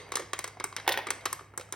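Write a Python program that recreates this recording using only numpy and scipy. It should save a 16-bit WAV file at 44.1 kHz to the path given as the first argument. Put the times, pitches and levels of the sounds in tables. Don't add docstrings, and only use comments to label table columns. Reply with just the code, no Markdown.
import sys
import numpy as np
from scipy import signal
from scipy.fft import rfft, irfft, next_fast_len
from scipy.io import wavfile
from scipy.ndimage import uniform_filter1d

SR = 44100
rng = np.random.default_rng(int(sys.argv[2]) if len(sys.argv) > 2 else 0)


def int16_out(signal):
    q = np.round(np.clip(np.atleast_2d(signal).T, -1, 1) * 32767)
    wavfile.write(sys.argv[1], SR, q.astype(np.int16))


N = 77175
LEAD = SR // 5
SIZE = next_fast_len(N + LEAD + SR)
FREQS = np.maximum(np.arange(SIZE // 2 + 1) * SR / SIZE, 1)
# f/Hz, bandwidth/Hz, lift/dB
TILE_MODES = [(370.8, 18.7, 9), (497, 13, 5.5), (1094, 300, 3.5), (1803, 46, 3), (2176, 164, 7),
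              (3177, 150, 5.5), (3866, 84, 11), (4310, 44, 4), (4730, 55, 4.5), (5960, 68, 1),
              (8280, 180, 8.5), (10160, 80, 4.5), (11480, 190, 7), (14200, 250, 0)]


def track_knocks():
    # t/s, rise/s, thud, clack, snap and tick level/dB, the wall's note f/Hz, note level/dB
    knocks = [(-0.03, 0.00077, -33.5, -32.5, -33, -34, 430, -39.5),
              (0.0885, 0.0018, -51, -65, -73, -62, 1680.0, -59),
              (0.1192, 0.0014, -40, -36, -37.5, -35, 1052, -44),
              (0.138, 0.0016, -48, -43, -48.5, -50, 1070, -48),
              (0.1542, 0.0021, -34.5, -39, -30, -24, 2046, -41),
              (0.1692, 0.0011, -45.5, -32, -43, -31.5, 1210, -41),
              (0.1775, 0.0014, -59, -51, -59, -49, 1860, -43),
              (0.193, 0.0036, -49, -38.5, -50.0, -44, 471, -37),
              (0.1985, 0.0016, -43, -50, -52.0, -42, 529, -39.5),
              (0.22, 0.0029, -56, -47, -52, -52, 346, -49.5),
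              (0.3325, 0.001, -39.5, -32.5, -34.5, -32, 1177, -38.5),
              (0.3795, 0.0025, -74, -55, -61, -58, 2170.0, -55),
              (0.3897, 0.00088, -38, -39, -39, -28, 2120, -48.5),
              (0.441, 0.0017, -41, -34.5, -39.5, -32, 2040, -47.5),
              (0.4765, 0.00081, -48, -44, -49.0, -39, 1250, -52),
              (0.5695, 0.0011, -47.0, -50.5, -67, -68, 720, -45),
              (0.5992, 0.00052, -41, -47, -39.5, -43, 2170, -43),
              (0.606, 0.00046, -52, -36, -76, -60.0, 1116, -45),
              (0.6405, 0.00087, -47, -30, -47, -26.5, 1113, -42.5),
              (0.6485, 0.00036, -55, -48, -52, -62, 398, -43),
              (0.7255, 0.00083, -55, -49, -49.5, -56, 1080.0, -46),
              (0.7645, 0.00074, -48, -37.5, -34, -33.0, 1925, -45.5),
              (0.7825, 0.0013, -46, -44, -45, -68, 1820, -46.5),
              (0.7975, 0.0025, -61, -40.5, -46.5, -54, 1630.0, -46.0),
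              (1.0688, 0.0014, -40.5, -34, -42.5, -40, 1160, -38.5),
              (1.086, 0.001, -37.5, -54, -52, -58, 2230, -42),
              (1.1037, 0.0018, -41, -26.5, -34, -23, 2100, -33),
              (1.2085, 0.0012, -75, -76, -54, -60, 2080, -58),
              (1.2542, 0.0019, -44.5, -32, -37, -29.5, 1200, -39.5),
              (1.2582, 0.00082, -38.5, -32.0, -34, -31, 1170, -35.5),
              (1.2655, 0.0026, -46, -42, -47, -57, 1297, -41.5),
              (1.3285, 0.00033, -52, -35.0, -49.5, -26.0, 1076, -36),
              (1.3905, 0.0042, -53, -47, -55.5, -58, 1214, -46),
              (1.4095, 0.00059, -47, -64, -68, -72, 1280, -52.5),
              (1.538, 0.00064, -56, -51.0, -85, -72.0, 1310, -51.5),
              (1.5758, 0.00097, -45, -37.5, -55.5, -29, 1365, -44.5),
              (1.595, 0.003, -51.5, -50, -49, -46.5, 526, -43.5),
              (1.6102, 0.00076, -52, -50, -44.5, -49, 1320, -50.0),
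              (1.6885, 0.0013, -59.5, -64, -79, -61, 1290.0, -56.5),
              (1.7232, 0.0017, -43.5, -40, -41.5, -30.5, 1086, -51),
              (1.7375, 0.0012, -45, -41, -63, -55, 1380.0, -61)]
    # f/Hz, level/dB
    colour = [(200, -36.5), (330, -7.5), (480, -8.5), (700, -9.5), (900, -7), (1150, -6.5), (2000, -7.5),
              (2800, -9.5), (4600, -8.5), (7000, -3), (8500, -8.5), (10500, -16.5), (15000, -19.5)]
    # f/Hz, T60/s
    ring = [(350, 0.07), (1200, 0.074), (3500, 0.072), (8000, 0.026), (15000, 0.014)]
    return impacts(knocks, colour, ring, TILE_MODES)


def cup_bounces():
    # t/s, rise/s, thud, clack, snap and tick level/dB, the spot's note f/Hz, note level/dB
    bounces = [(0.865, 0.001, -57, -39.5, -57, -77, 870, -55),
               (0.8769, 0.0012, -37.5, -24, -29.5, -33, 830, -32),
               (0.8913, 0.00017, -35.5, -33, -28.5, -33.5, 1890, -28.5),
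               (0.9118, 0.0005, -59, -38, -40, -64, 2000, -54),
               (0.9158, 0.00087, -51, -45.0, -47, -55, 1970, -46),
               (0.921, 0.00032, -52, -43, -30, -40, 1990, -41),
               (0.9255, 0.00021, -56, -45.5, -35, -39.5, 704, -46),
               (0.9408, 0.00041, -62, -34, -44, -52, 2240, -38),
               (0.9742, 0.00023, -45, -32.5, -36, -42.5, 1880, -32.5),
               (0.989, 0.00026, -55.5, -35.0, -44.5, -52, 834, -39.5)]
    # f/Hz, level/dB
    colour = [(200, -42), (340, -8.5), (480, -4.5), (650, -10), (900, -0.5), (1300, -10), (2000, -4),
              (3500, -3), (5000, -6), (8000, -4.5), (11000, -4.5), (15000, -1)]
    # f/Hz, T60/s
    ring = [(350, 0.14), (1200, 0.099), (3500, 0.036), (8000, 0.056), (15000, 0.009)]
    # f/Hz, bandwidth/Hz, lift/dB
    modes = [(369.5, 42, 11.2), (539, 72, 8.8), (779, 63, 6.9), (994, 73, 5.8), (1505, 36, 10.7),
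             (1874, 69, 6.2), (3130, 20, 4.5), (3430, 40, 8.6), (3620, 42, 7), (5840, 73, 2.3),
             (12600, 210, 4.3), (14400, 290, 5.2)]
    return impacts(bounces, colour, ring, modes)


def impacts(rows, colour, ring, modes):
    registers = [450, 1400, 4200, 7500]
    crack_db, crack_s, crack_cycles = 3, .0007, 1.2
    note_t60_cycles = 18.6
    rows = np.array(rows)
    start_s, rise_s, register_db = rows[:, 0], rows[:, 1:2], rows[:, 2:6]
    note_hz, note_db = rows[:, 6:7], rows[:, 7:8]
    t = np.arange(int(.1 * SR)) / SR
    attack = 1 - np.exp(-(t / np.maximum(rise_s, 1 / SR)) ** 2)
    note = np.sin(2 * np.pi * note_hz * t) * from_db(-60 * t * note_hz / note_t60_cycles)
    sounds = equal_energy(attack * note) * from_db(note_db)
    for hz, noise in noise_bands((len(rows), len(t))):
        crack = from_db(crack_db) * np.exp(-np.maximum(t - rise_s, 0) / (crack_s + crack_cycles / hz))
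        decay = from_db(-60 * t / at_hz(ring, hz))
        burst = equal_energy(noise * attack * (crack + decay))
        band_db = np.array([np.interp(np.log(hz), np.log(registers), db) for db in register_db])
        sounds = sounds + burst * from_db(band_db + at_hz(colour, hz))[:, None]
    train = np.zeros(SIZE)
    for s, sound in zip(start_s, sounds):
        start = LEAD + int(s * SR)
        train[start:start + len(t)] += sound
    return resonate(train[:LEAD + N], modes)


def rolling():
    # t/s, level/dB
    strength = [(0, -67), (.1, -51.5), (.2, -54.5), (.3, -58), (.45, -61), (.55, -59.5), (.7, -63),
                (.84, -51.5), (.93, -41.5), (1.02, -47), (1.15, -51.5), (1.3, -53), (1.48, -62.5),
                (1.62, -59.5), (1.75, -61)]
    # f/Hz, level/dB
    colour = [(100, -55), (220, 2), (370, -0.5), (700, 8.5), (1200, -0.5), (2200, -1), (3200, -10.5),
              (6000, -49), (10000, -21.5), (16000, -36)]
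    bumps_per_s, spread_db = 760, 0.5
    n = LEAD + N
    sizes = from_db(spread_db * np.minimum(rng.exponential(1, n), 4)) * rng.choice([-1, 1], n)
    bumps = sizes * (rng.random(n) < bumps_per_s / SR)
    patter = resonate(filtered(bumps, from_db(at_hz(colour, FREQS))), TILE_MODES)
    t = (np.arange(n) - LEAD) / SR
    return rms_one(patter) * from_db(np.interp(t, *np.transpose(strength)))


def reflections(x):
    # f/Hz, level/dB
    room_level = [(150, -4), (400, -10.5), (1000, -12.5), (2200, -8.5), (4500, -10), (8500, -14.5),
                  (15000, -13)]
    # f/Hz, T60/s
    room_t60 = [(200, 1), (1000, 0.46), (2500, 0.44), (5000, 0.44), (9000, 0.3), (15000, 0.19)]
    # f/Hz, level/dB
    scatter_level = [(200, -32), (600, -7), (1300, -17.5), (3000, -19), (8000, -33), (15000, -5)]
    delay_s, build_s, width = 0.0043, 0.0029, 0.3
    scatter_delay_s, scatter_t60_s = 0.0016, 0.017
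    t = np.arange(SR) / SR
    build = 1 - np.exp(-np.maximum(t - delay_s, 0) / build_s)
    tail = sum(noise * build * from_db(-60 * t / at_hz(room_t60, hz))
               for hz, noise in noise_bands((2, SR)))
    mid, side = filtered(x, whitened_spectrum(tail) * from_db(at_hz(room_level, FREQS)))
    scatter = rng.standard_normal(SR) * from_db(-60 * t / scatter_t60_s) * (t > scatter_delay_s)
    scatter /= np.sqrt(np.sum(scatter ** 2))
    scattered = filtered(x, rfft(scatter, SIZE) * from_db(at_hz(scatter_level, FREQS)))
    return mid + (width * side + scattered) * np.array([[1], [-1]])


def background():
    # f/Hz, relative level/dB
    colour = [(20, -31), (30, -26), (40, -22), (58, 4.5), (80, -5), (140, 4.5), (220, -11), (500, -9),
              (1500, -28), (5000, -49), (16000, -36)]
    floor_db, width = -60.5, 0.13
    hum_hz, hum_db = 100.6, -60
    mid, side = rms_one(filtered(rng.standard_normal((2, N)), from_db(at_hz(colour, FREQS))))
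    hum = np.sqrt(2) * np.sin(2 * np.pi * hum_hz * np.arange(N) / SR)
    return from_db(floor_db) * (mid + width * side * np.array([[1], [-1]])) + from_db(hum_db) * hum


def resonate(x, modes):
    for hz, width_hz, lift_db in modes:
        b, a = signal.iirpeak(hz, hz / width_hz, fs=SR)
        x = x + (from_db(lift_db) - 1) * signal.lfilter(b, a, x)
    return x


def noise_bands(shape):
    edges_hz = 180 * 2 ** (np.arange(21) / 3.04)
    run_in = SR // 20
    white = rng.standard_normal((shape[0], 2, shape[1] + run_in))
    for k, (low, high) in enumerate(zip(edges_hz, edges_hz[1:])):
        sos = signal.butter(2, [low, high], "band", fs=SR, output="sos")
        yield np.sqrt(low * high), signal.sosfilt(sos, white[:, k % 2])[:, run_in:]


def whitened_spectrum(x, width_hz=40):
    spectrum = rfft(x, SIZE)
    power = uniform_filter1d(np.abs(spectrum) ** 2, size=int(width_hz * SIZE / SR))
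    return spectrum / np.sqrt(power + 1e-4 * power.mean(axis=-1, keepdims=True))


def equal_energy(bursts, window_s=.007):
    return bursts / np.sqrt(np.sum(bursts ** 2, axis=1, keepdims=True) / (window_s * SR) + 1e-20)


def rms_one(x):
    return x / np.sqrt(np.mean(x ** 2) + 1e-20)


def from_db(db):
    return 10 ** (np.asarray(db) / 20)


def at_hz(points, hz):
    f, value = np.transpose(points)
    return np.interp(np.log(hz), np.log(f), value)


def filtered(x, response):
    return irfft(rfft(x, SIZE) * response, SIZE)[..., :x.shape[-1]]


def scene():
    direct = track_knocks() + cup_bounces() + rolling()
    return (direct + reflections(direct))[:, LEAD:] + background()


def record(dry):
    # f/Hz, phase/rad
    phase = [(30, 0), (800, .08), (1750, -.08), (2500, .6), (3300, .25), (4400, .8), (5000, .35),
             (6000, 1.4), (7350, 3.14), (9470, 5.6), (10900, 6.5), (13400, 9.4), (15800, 11.6)]
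    # f/Hz, level/dB
    balance = [(60, 0.5), (180, -2.2), (380, -2), (600, -3.1), (900, -1.5), (1400, 0.3), (8000, 0)]
    cutoff_hz = 16000
    half = np.array([[.5], [-.5]])
    pair = from_db(half * at_hz(balance, FREQS)) * np.exp(1j * half * at_hz(phase, FREQS))
    low_pass = signal.ellip(10, .3, 80, cutoff_hz, fs=SR, output="sos")
    return signal.sosfilt(low_pass, filtered(dry, pair))


dry = scene()
out = record(dry)
int16_out(out)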